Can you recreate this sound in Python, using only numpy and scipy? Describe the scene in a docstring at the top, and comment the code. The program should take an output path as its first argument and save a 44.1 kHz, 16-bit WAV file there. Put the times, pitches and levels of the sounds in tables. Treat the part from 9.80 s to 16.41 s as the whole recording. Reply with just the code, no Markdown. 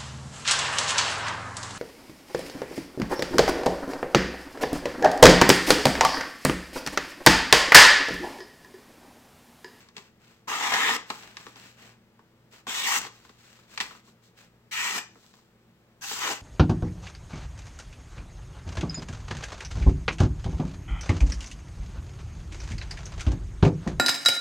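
"""Paper sliced above a wooden table

A sharp knife slices a hand-held sheet four times, close to a stereo microphone in a small quiet room.
Each cut is a dense run of snapping fibres that hisses at the edge and shakes the sheet and its loose flap.
Between cuts the paper slides as uneven friction noise, and flicks and drops on the pile as plucked
resonances, over still room air and a faint mains hum of wavering sines."""
import sys
import numpy as np
from scipy import signal
from scipy.fft import rfft, irfft, next_fast_len
from scipy.io import wavfile
from scipy.ndimage import uniform_filter1d, map_coordinates

SR = 44100
rng = np.random.default_rng(int(sys.argv[2]) if len(sys.argv) > 2 else 0)


def log_audio(samples):
    """Write samples as a 16-bit WAV file to the path given in sys.argv[1]."""
    # one column per channel
    frames = np.atleast_2d(samples).T
    # limit to full scale, then quantise
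    limited = np.clip(frames, -1, 1)
    pcm = np.round(limited * 32767).astype(np.int16)
    wavfile.write(sys.argv[1], SR, pcm)


N = 291693
TIME = np.arange(N) / SR


def amp(db):
    """Decibels to gain."""
    return 10 ** (np.asarray(db) / 20)


def unit(x):
    """Scale to rms 1."""
    return x / np.sqrt(np.mean(x ** 2) + 1e-20)


def along(points, hz):
    """Read (frequency [Hz], value) points on a log frequency axis."""
    f, v = np.transpose(points)
    return np.interp(np.log(hz + 1), np.log(f + 1), v)


def filtered(x, response):
    """x times a complex response of frequency."""
    size = x.shape[-1]
    padded = next_fast_len(size + 4096)
    spectrum = rfft(x, padded) * response(np.fft.rfftfreq(padded, 1 / SR))
    return irfft(spectrum, padded)[..., :size]


def coloured(x, spectrum):
    """x shaped by the given spectrum, at rms 1."""
    return unit(filtered(x, lambda hz: amp(along(spectrum, hz))))


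def resonance(f, hz, width, db):
    """Complex response of one damped mode, which peaks at hz."""
    return amp(db) * 1j * f * width / (hz * hz - f * f + 1j * f * width)


def rung(x, modes):
    """x through a bank of resonances of alternating sign, at rms 1."""
    def bank(f):
        return sum((-1) ** k * resonance(f, *mode) for k, mode in enumerate(modes))
    return unit(filtered(x, bank))


def wobble(rate, size):
    """A smooth random curve, rate knots a second."""
    knots = rng.standard_normal(int(size * rate / SR) + 4)
    return map_coordinates(knots, [np.arange(size) * rate / SR])


# how alike the two microphone ports hear a source: (frequency [Hz], left-right likeness [0 to 1])
LIKENESS = [(130, 0.91), (350, 0.93), (750, 0.71), (1400, 0.75), (3000, 0.18), (6000, 0.26), (14000, 0.12)]
# how far the source leans to the left port: (frequency [Hz], left minus right [dB])
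LEFT_LEAN = [(380, 1), (700, 2), (1300, 2.5), (2400, 2), (4400, -1), (6500, 4.5), (9500, -0.5),
             (15000, 0.5)]


def at_ports(pair, lead_ms=0.12):
    """Two unrelated signals become left and right: a broad source that reaches the left port first."""
    def mid_and_side(hz):
        turn = np.arccos(np.clip(along(LIKENESS, hz), -1, 1)) / 2
        return np.array([np.cos(turn), np.sin(turn)])

    half = np.array([[.5], [-.5]])  # each port takes half of the level and time difference
    lead_s = lead_ms / 1000

    def lean_left(hz):
        return amp(half * along(LEFT_LEAN, hz)) * np.exp(2j * np.pi * hz * lead_s * half)

    mid, side = filtered(pair, mid_and_side)
    return filtered(np.array([mid + side, mid - side]), lean_left)


def snaps(size, per_second, clump_db, clump_rate):
    """Fibres let go at random moments, in clumps where the paper is thicker."""
    clicks = (rng.random((2, size)) < per_second / SR) * rng.standard_normal((2, size))
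    clumps = amp(clump_db * wobble(clump_rate, size))
    return unit(at_ports(clicks * clumps))


# still air of the room: (frequency [Hz], relative level [dB per Hz])
AIR = [(30, -13), (60, -15), (85, -4), (150, -4.5), (185, 2), (230, -2.5), (280, -12), (450, -6),
       (650, -12.5), (2000, -17.5), (5000, -25.5), (7500, -32), (10000, -36.5), (16000, -29)]
# steady partials of the mains hum, before they waver: (frequency [Hz], level [dB])
HUM_PARTIALS = [(59.5, -78.5), (119, -68.5), (231.5, -71.5), (334, -76.5)]


def background(air_db=-62.5):
    """Shaped noise for still room air, and sines of wavering level and phase for a faint mains hum."""
    air = coloured(at_ports(rng.standard_normal((2, N))), AIR)
    hum = np.zeros(N)
    for hz, db in HUM_PARTIALS:
        level = amp(db + 2.5 * wobble(9, N))
        phase = 2 * np.pi * hz * TIME + .8 * wobble(7, N)
        hum += level * np.sqrt(2) * np.sin(phase)  # root 2 makes the level an rms
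    return amp(air_db) * air + hum


# paper brushing over paper, blade and skin:
# (start [s], length [s], hiss level [dB], stirred sheet over the hiss [dB])
BRUSH_STROKES = [(-0.08, 0.2, -59.5, 0), (0.128, 0.2, -62, 1), (0.382, 0.27, -64, -1.5),
                 (1.13, 0.15, -57.5, 6.5), (1.255, 0.2, -48.5, -4), (1.381, 0.21, -55, 1),
                 (1.54, 0.27, -56.5, -2), (1.741, 0.25, -54.5, -1.5), (1.951, 0.23, -57.5, 1),
                 (2.702, .13, -56, -1), (3.16, 0.14, -41, -5), (3.267, 0.37, -61.5, -5),
                 (3.546, 0.4, -59.5, -4), (3.873, 0.19, -55.5, -5.5), (3.998, 0.051, -44.5, -1),
                 (4.002, 0.23, -54, -2), (4.231, 0.11, -61.5, -17), (4.413, .11, -62.5, -25),
                 (4.55, .15, -60, -3.5), (5.29, 0.44, -63, -24), (6.251, .14, -35, -33)]
BRUSH_PEAK_SHARE, BRUSH_ROUNDNESS = 0.32, 1.28  # where along its length a brush peaks; power of its curve
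SETTLE_DB, SETTLE_T60_S = -28, 0.16  # rustle of a sheet settling after a flick


def brushing():
    """Gains of hiss and stirred sheet: each brush speeds up and slows to a stop; each flick settles."""
    hiss, sheet = np.zeros((2, N))
    for start, length, db, stir_db in BRUSH_STROKES:
        stroke = np.interp((TIME - start) / length, [0, BRUSH_PEAK_SHARE, 1], [0, 1, 0])
        speed = np.sin(np.pi / 2 * stroke) ** BRUSH_ROUNDNESS
        hiss += amp(db) * speed
        sheet += amp(db + stir_db) * speed
    t = np.arange(SR // 2) / SR
    settling = np.exp(-np.log(1000) * t / SETTLE_T60_S)
    for start, db, _, crackle_db in PAPER_FLICKS:
        hiss[round(start * SR):][:len(t)] += amp(db + crackle_db + SETTLE_DB) * settling
    return hiss, sheet


# hiss of sliding fibres: (frequency [Hz], relative level [dB per Hz])
SLIDE_HISS = [(700, -28.5), (1500, -3), (2300, -6.5), (4000, 0.5), (7700, -7), (9500, -17), (16000, -12)]
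# the sheet they stir: (frequency [Hz], relative level [dB per Hz])
STIRRED_SHEET = [(100, -12), (200, -1.5), (450, -6.5), (620, -3.5), (800, -5.5), (1100, -6.5), (1600, -6.5),
                 (2800, -6), (6000, -66)]


def sliding(hiss, sheet, uneven_db=0.5):
    """Paper drags unevenly over paper, with a few tiny crinkles, while the hands find the next cut."""
    friction = snaps(N, per_second=12000, clump_db=1.3, clump_rate=90)
    friction += .4 * snaps(N, per_second=70, clump_db=1, clump_rate=20)  # crinkles
    drag = amp(uneven_db * wobble(20, N))
    return drag * (hiss * coloured(friction, SLIDE_HISS) + sheet * coloured(friction, STIRRED_SHEET))


# light catches: mean rate; level over the slide and its random spread either way, in dB
TICKS_PER_S, TICK_DB, TICK_SPREAD_DB = 5.8, 7.5, 4.5


def ticks(slide, thud_db=-9, crackle_db=-4):
    """Sliding paper catches lightly at random, harder where it slides louder; rows like PAPER_FLICKS."""
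    rows = []
    for when, size in rng.random((int(TICKS_PER_S * N / SR), 2)):
        slide_db = 20 * np.log10(slide[int(when * N)] + 1e-9)
        db = slide_db + TICK_DB + TICK_SPREAD_DB * (2 * size - 1)
        rows.append((when * N / SR, db, thud_db, crackle_db))
    return rows


# bending modes of a loose flap: (multiple of its pitch, width [Hz], relative level [dB])
FLAP_BENDING = [(1, 117, -1.5), (2, 82, 4.5)]


def flap_modes(pitch_hz):
    """Bending modes of a flap of the given pitch, as (frequency [Hz], width [Hz], level [dB])."""
    return [(pitch_hz * multiple, width, db) for multiple, width, db in FLAP_BENDING]


# flicks, catches and landings of paper; the trims add to the balance set in flicks():
# (time [s], overall level [dB], thud trim [dB], crackle trim [dB])
PAPER_FLICKS = [(0.087, -52.5, -22, 4.5), (0.166, -37.5, -8, 6), (0.18, -39, -3, 1), (0.674, -45, 9.5, -15),
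                (0.921, -18, -33, -9), (0.938, -12.5, -24, -6), (1.092, -18, -22, -21),
                (1.302, -21, -10.5, -4.5), (1.433, -39, -23, -4), (1.569, -38, -7.5, 5.5),
                (1.666, -35.5, -3.5, -8.5), (1.758, -44.5, -3, 0.5), (2.392, -46, -7, -15.5),
                (2.868, -26.5, -7.5, -13), (3.266, -35.5, -4, -1), (3.45, -47.5, -4, -3),
                (3.493, -44, -2, -4), (3.976, -28.5, -20, 3.5), (4.002, -27.5, -9, 6.5),
                (4.009, -26, -35, 6), (4.109, -35, -15, -14), (4.15, -42, -8, -15), (4.274, -48, -7, -13),
                (5.356, -45, -0.5, -18), (5.539, -51, 0, -3)]
# resonances of a plucked sheet: (frequency [Hz], width [Hz], relative level [dB])
PLUCKED_SHEET = [(798, 177, -6.5), (1117, 200, -1.5), (1403, 610, -12.5)]
# a buckling crease: (frequency [Hz], relative level [dB per Hz])
CREASE_CRACKLE = [(600, -39), (1300, -17), (1800, 5.5), (3000, 3), (4300, 2.5), (5500, -1), (7700, -11.5),
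                  (9500, -21.5), (16000, -33)]
FLICK_T60_S = 0.063  # a plucked sheet dies away


def flicks(rows, pluck_db=-6, thud_db=-7, crackle_db=-6, thud_hz=210):
    """A sheet buckles or lands: a crack and a short crackle pluck the paper, with a soft thud."""
    out = np.zeros((2, N + SR))
    t = np.arange(SR // 4) / SR
    crack = 1.6 * amp(-60 * t / .009)  # the crease flips within a few milliseconds
    attack = 1 - np.exp(-t / .0003)
    fade = amp(-60 * t / FLICK_T60_S)
    for start, db, thud_trim, crackle_trim in rows:
        crease = snaps(len(t), per_second=14000, clump_db=.5, clump_rate=500)
        pluck = amp(pluck_db) * rung(crease, PLUCKED_SHEET)
        crackle = amp(crackle_trim + crackle_db) * coloured(crease, CREASE_CRACKLE)
        thud = amp(thud_trim + thud_db) * rung(crease, flap_modes(thud_hz))
        # the slow bending modes last twice as long
        sound = (crack + fade) * (pluck + crackle) + np.sqrt(fade) * thud
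        out[:, round(start * SR):][:, :len(t)] += amp(db) * attack * sound
    return out[:, :N]


def flexing(x, depth_db=2.8):
    """The sheet bends as it parts, so its many resonances come and go."""
    z = signal.stft(x, nperseg=512)[2]
    field = rng.standard_normal(z.shape[1:])
    field = uniform_filter1d(field, size=2, axis=0)  # over frequency
    field = uniform_filter1d(field, size=16, axis=1)  # over time
    return signal.istft(z * amp(depth_db * unit(field)), nperseg=512)[1][:, :x.shape[-1]]


# one row per pull of the blade, the second cut in two pulls; levels before the balance in slicing():
# (blade bites [s], blade leaves [s], release time constant [s], sheet over rim [dB],
#  its growth as the paper slackens [dB], hiss [dB], flap [dB], flap pitch [Hz])
PULLS = [(0.673, 1.166, 0.0031, -1, -9, -10.5, -14.5, 241), (2.867, 3.059, 0.023, -7, -6.5, -6, -19, 220),
         (3.058, 3.188, 0.0036, -4, -1.5, -2.5, -23, 252), (4.911, 5.179, 0.022, -9, 12, -6.5, -17, 214),
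         (6.21, 6.521, 0.031, -2.5, 4, -3.5, -14, 320)]
# how hard the blade works, one curve per pull: (time [s], effort [dB])
BLADE_EFFORT = [
    [(0.68, -36.5), (0.73, -30), (0.802, -34), (0.81, -30), (0.916, -29.5), (0.922, -26.5), (1.078, -26.5),
     (1.09, -24.5), (1.16, -31)],
    [(2.88, -36), (2.944, -35), (3.04, -34.5), (3.06, -31.5)],
    [(3.04, -29), (3.084, -30), (3.164, -26.5), (3.185, -34.5)],
    [(4.92, -36), (4.986, -32), (5.06, -32), (5.126, -36), (5.185, -33.5)],
    [(6.22, -46), (6.246, -39), (6.27, -48), (6.37, -43), (6.45, -30.5), (6.512, -32), (6.53, -34)],
]
# the sheet as it is held for each pull: (frequency [Hz], relative level [dB per Hz])
HELD_1 = [(320, -58), (550, -9.5), (650, -13.5), (704, -6), (983, 1), (1330, -3.5), (1530, -11),
          (1700, -4.5), (2000, -5.5), (2470, -10.5), (3810, -13), (4500, -25), (5850, -51), (9900, -120)]
HELD_2 = [(320, -62), (550, -8.5), (644, -17), (722, -4), (1070, 0), (1290, -4), (2520, -1.5), (3190, -3),
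          (3610, 1.5), (4500, -16), (5850, -34), (9900, -120)]
HELD_3 = [(320, -70.5), (550, -16.5), (633, -25), (861, -6.5), (1060, -4), (1200, -5), (1500, -10.5),
          (1880, -1.5), (2500, -10.5), (3000, -6.5), (4500, -23), (5850, -44), (9900, -120)]
HELD_4 = [(320, -40), (550, -19.5), (782, -11), (974, -4), (1240, -8), (1410, -8), (1550, -14.5),
          (1880, -3.5), (2060, -12.5), (2410, -9.5), (2900, -11), (4500, -21.5), (5850, -59.5),
          (9900, -120)]
HELD_5 = [(320, -29.5), (550, -24.5), (824, -4), (900, -9), (983, -4), (1510, -7.5), (1950, -4),
          (2170, -8.5), (2500, -3.5), (2870, -4.5), (4500, -16), (5850, -58), (9900, -120)]
# snapping fibres at the edge: (frequency [Hz], relative level [dB per Hz])
EDGE_HISS = [(2600, -28), (3900, -12), (5200, -1), (6500, -1.5), (7700, -5), (8500, -9), (9700, -17),
             (11500, -13), (14500, -12), (16000, -15)]
BITE_S = 0.0073  # time constant of the edge sinking into the paper
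HISS_FOLLOWS, HISS_GROWS_DB = 0.22, 4  # share of effort changes the hiss follows; its growth along a pull
BREAK_S, BREAK_FLAP_DB, BREAK_HISS_DB = 0.083, 13, 0.5  # swell as the blade breaks out of the sheet


def slicing(split_hz=1500, rim_db=2.5, hiss_db=3.0):
    """One run of snapping fibres per pull drives the sheet, its taut rim, the hiss and the flap."""
    out = np.zeros((2, N))
    for pull, effort, grip in zip(PULLS, BLADE_EFFORT, [HELD_1, HELD_2, HELD_3, HELD_4, HELD_5]):
        start, end, release, weight_db, slack_db, edge_db, flap_db, flap_hz = pull
        span = (TIME >= start) & (TIME < end + .1)
        t = TIME[span]
        force = np.interp(t, *np.transpose(effort))
        progress = np.interp(t, [start, end], [-.5, .5])
        breaking = np.exp(-np.abs(t - end) / BREAK_S)

        # slackening shifts the balance between the rim and the broad sheet with its flap
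        lean = weight_db + slack_db * progress
        rim = force - 10 * np.log10(1 + amp(lean) ** 2)
        sheet = rim + lean
        flap = sheet + flap_db + BREAK_FLAP_DB * breaking
        hiss = force.mean() + HISS_FOLLOWS * (force - force.mean())
        hiss += edge_db + HISS_GROWS_DB * progress + BREAK_HISS_DB * breaking

        fibres = snaps(len(t), per_second=20000, clump_db=1.1, clump_rate=160)
        body = coloured(flexing(fibres), grip)
        # the broad sheet carries the low resonances, the stiff paper beside the blade the high ones
        broad = filtered(body, lambda hz: 1 / (1 + (hz / split_hz) ** 8))
        sound = amp(sheet) * unit(broad) + amp(rim + rim_db) * unit(body - broad)
        sound += amp(hiss + hiss_db) * coloured(flexing(fibres), EDGE_HISS)
        sound += amp(flap) * rung(fibres, flap_modes(flap_hz))
        contact = (1 - np.exp(-(t - start) / BITE_S)) * np.exp(-np.maximum(t - end, 0) / release)
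        out[:, span] += contact * sound
    return out


# how long the small room rings: (frequency [Hz], time to fall 60 dB [s])
ROOM_DECAY = [(200, 0.28), (1500, 0.33), (6000, 0.37), (14000, 0.031)]


def room(x):
    """The walls answer with a tail of decaying noise whose highest treble dies first."""
    noise = at_ports(rng.standard_normal((2, SR // 2)))
    hz, t, z = signal.stft(noise, SR, nperseg=256)
    decay = amp(-60 * t / along(ROOM_DECAY, hz)[:, None])
    tail = signal.istft(z * decay, SR, nperseg=256)[1]
    tail = np.pad(tail / np.linalg.norm(tail[0]), ((0, 0), (200, 0)))  # 200 samples before the answer
    return signal.fftconvolve(x.mean(axis=0)[None], tail, axes=1)[:, :N]


# the bounce off the table cancels a narrow band: (frequency [Hz], width [Hz], bounce level [dB])
TABLE_BOUNCE = (610, 113, -7)


def scene(room_db=-9):
    """Close paper sounds above a table in a quiet room."""
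    hiss, sheet = brushing()
    paper = sliding(hiss, sheet) + flicks(PAPER_FLICKS + ticks(hiss)) + slicing()
    paper = filtered(paper, lambda hz: 1 - resonance(hz, *TABLE_BOUNCE))
    return paper + amp(room_db) * room(paper) + background()


# the left microphone port rings: (frequency [Hz], width [Hz], level [dB])
LEFT_PORT = (7670, 690, 0)
TOP_HZ = 15950  # band limit


def record(dry):
    """The left microphone port adds a narrow ring, and a steep filter removes all above the band limit."""
    left = filtered(dry[0], lambda hz: 1 + resonance(hz, *LEFT_PORT))
    return filtered(np.array([left, dry[1]]), lambda hz: 1 / (1 + (hz / TOP_HZ) ** 200))


dry = scene()
out = record(dry)
log_audio(out)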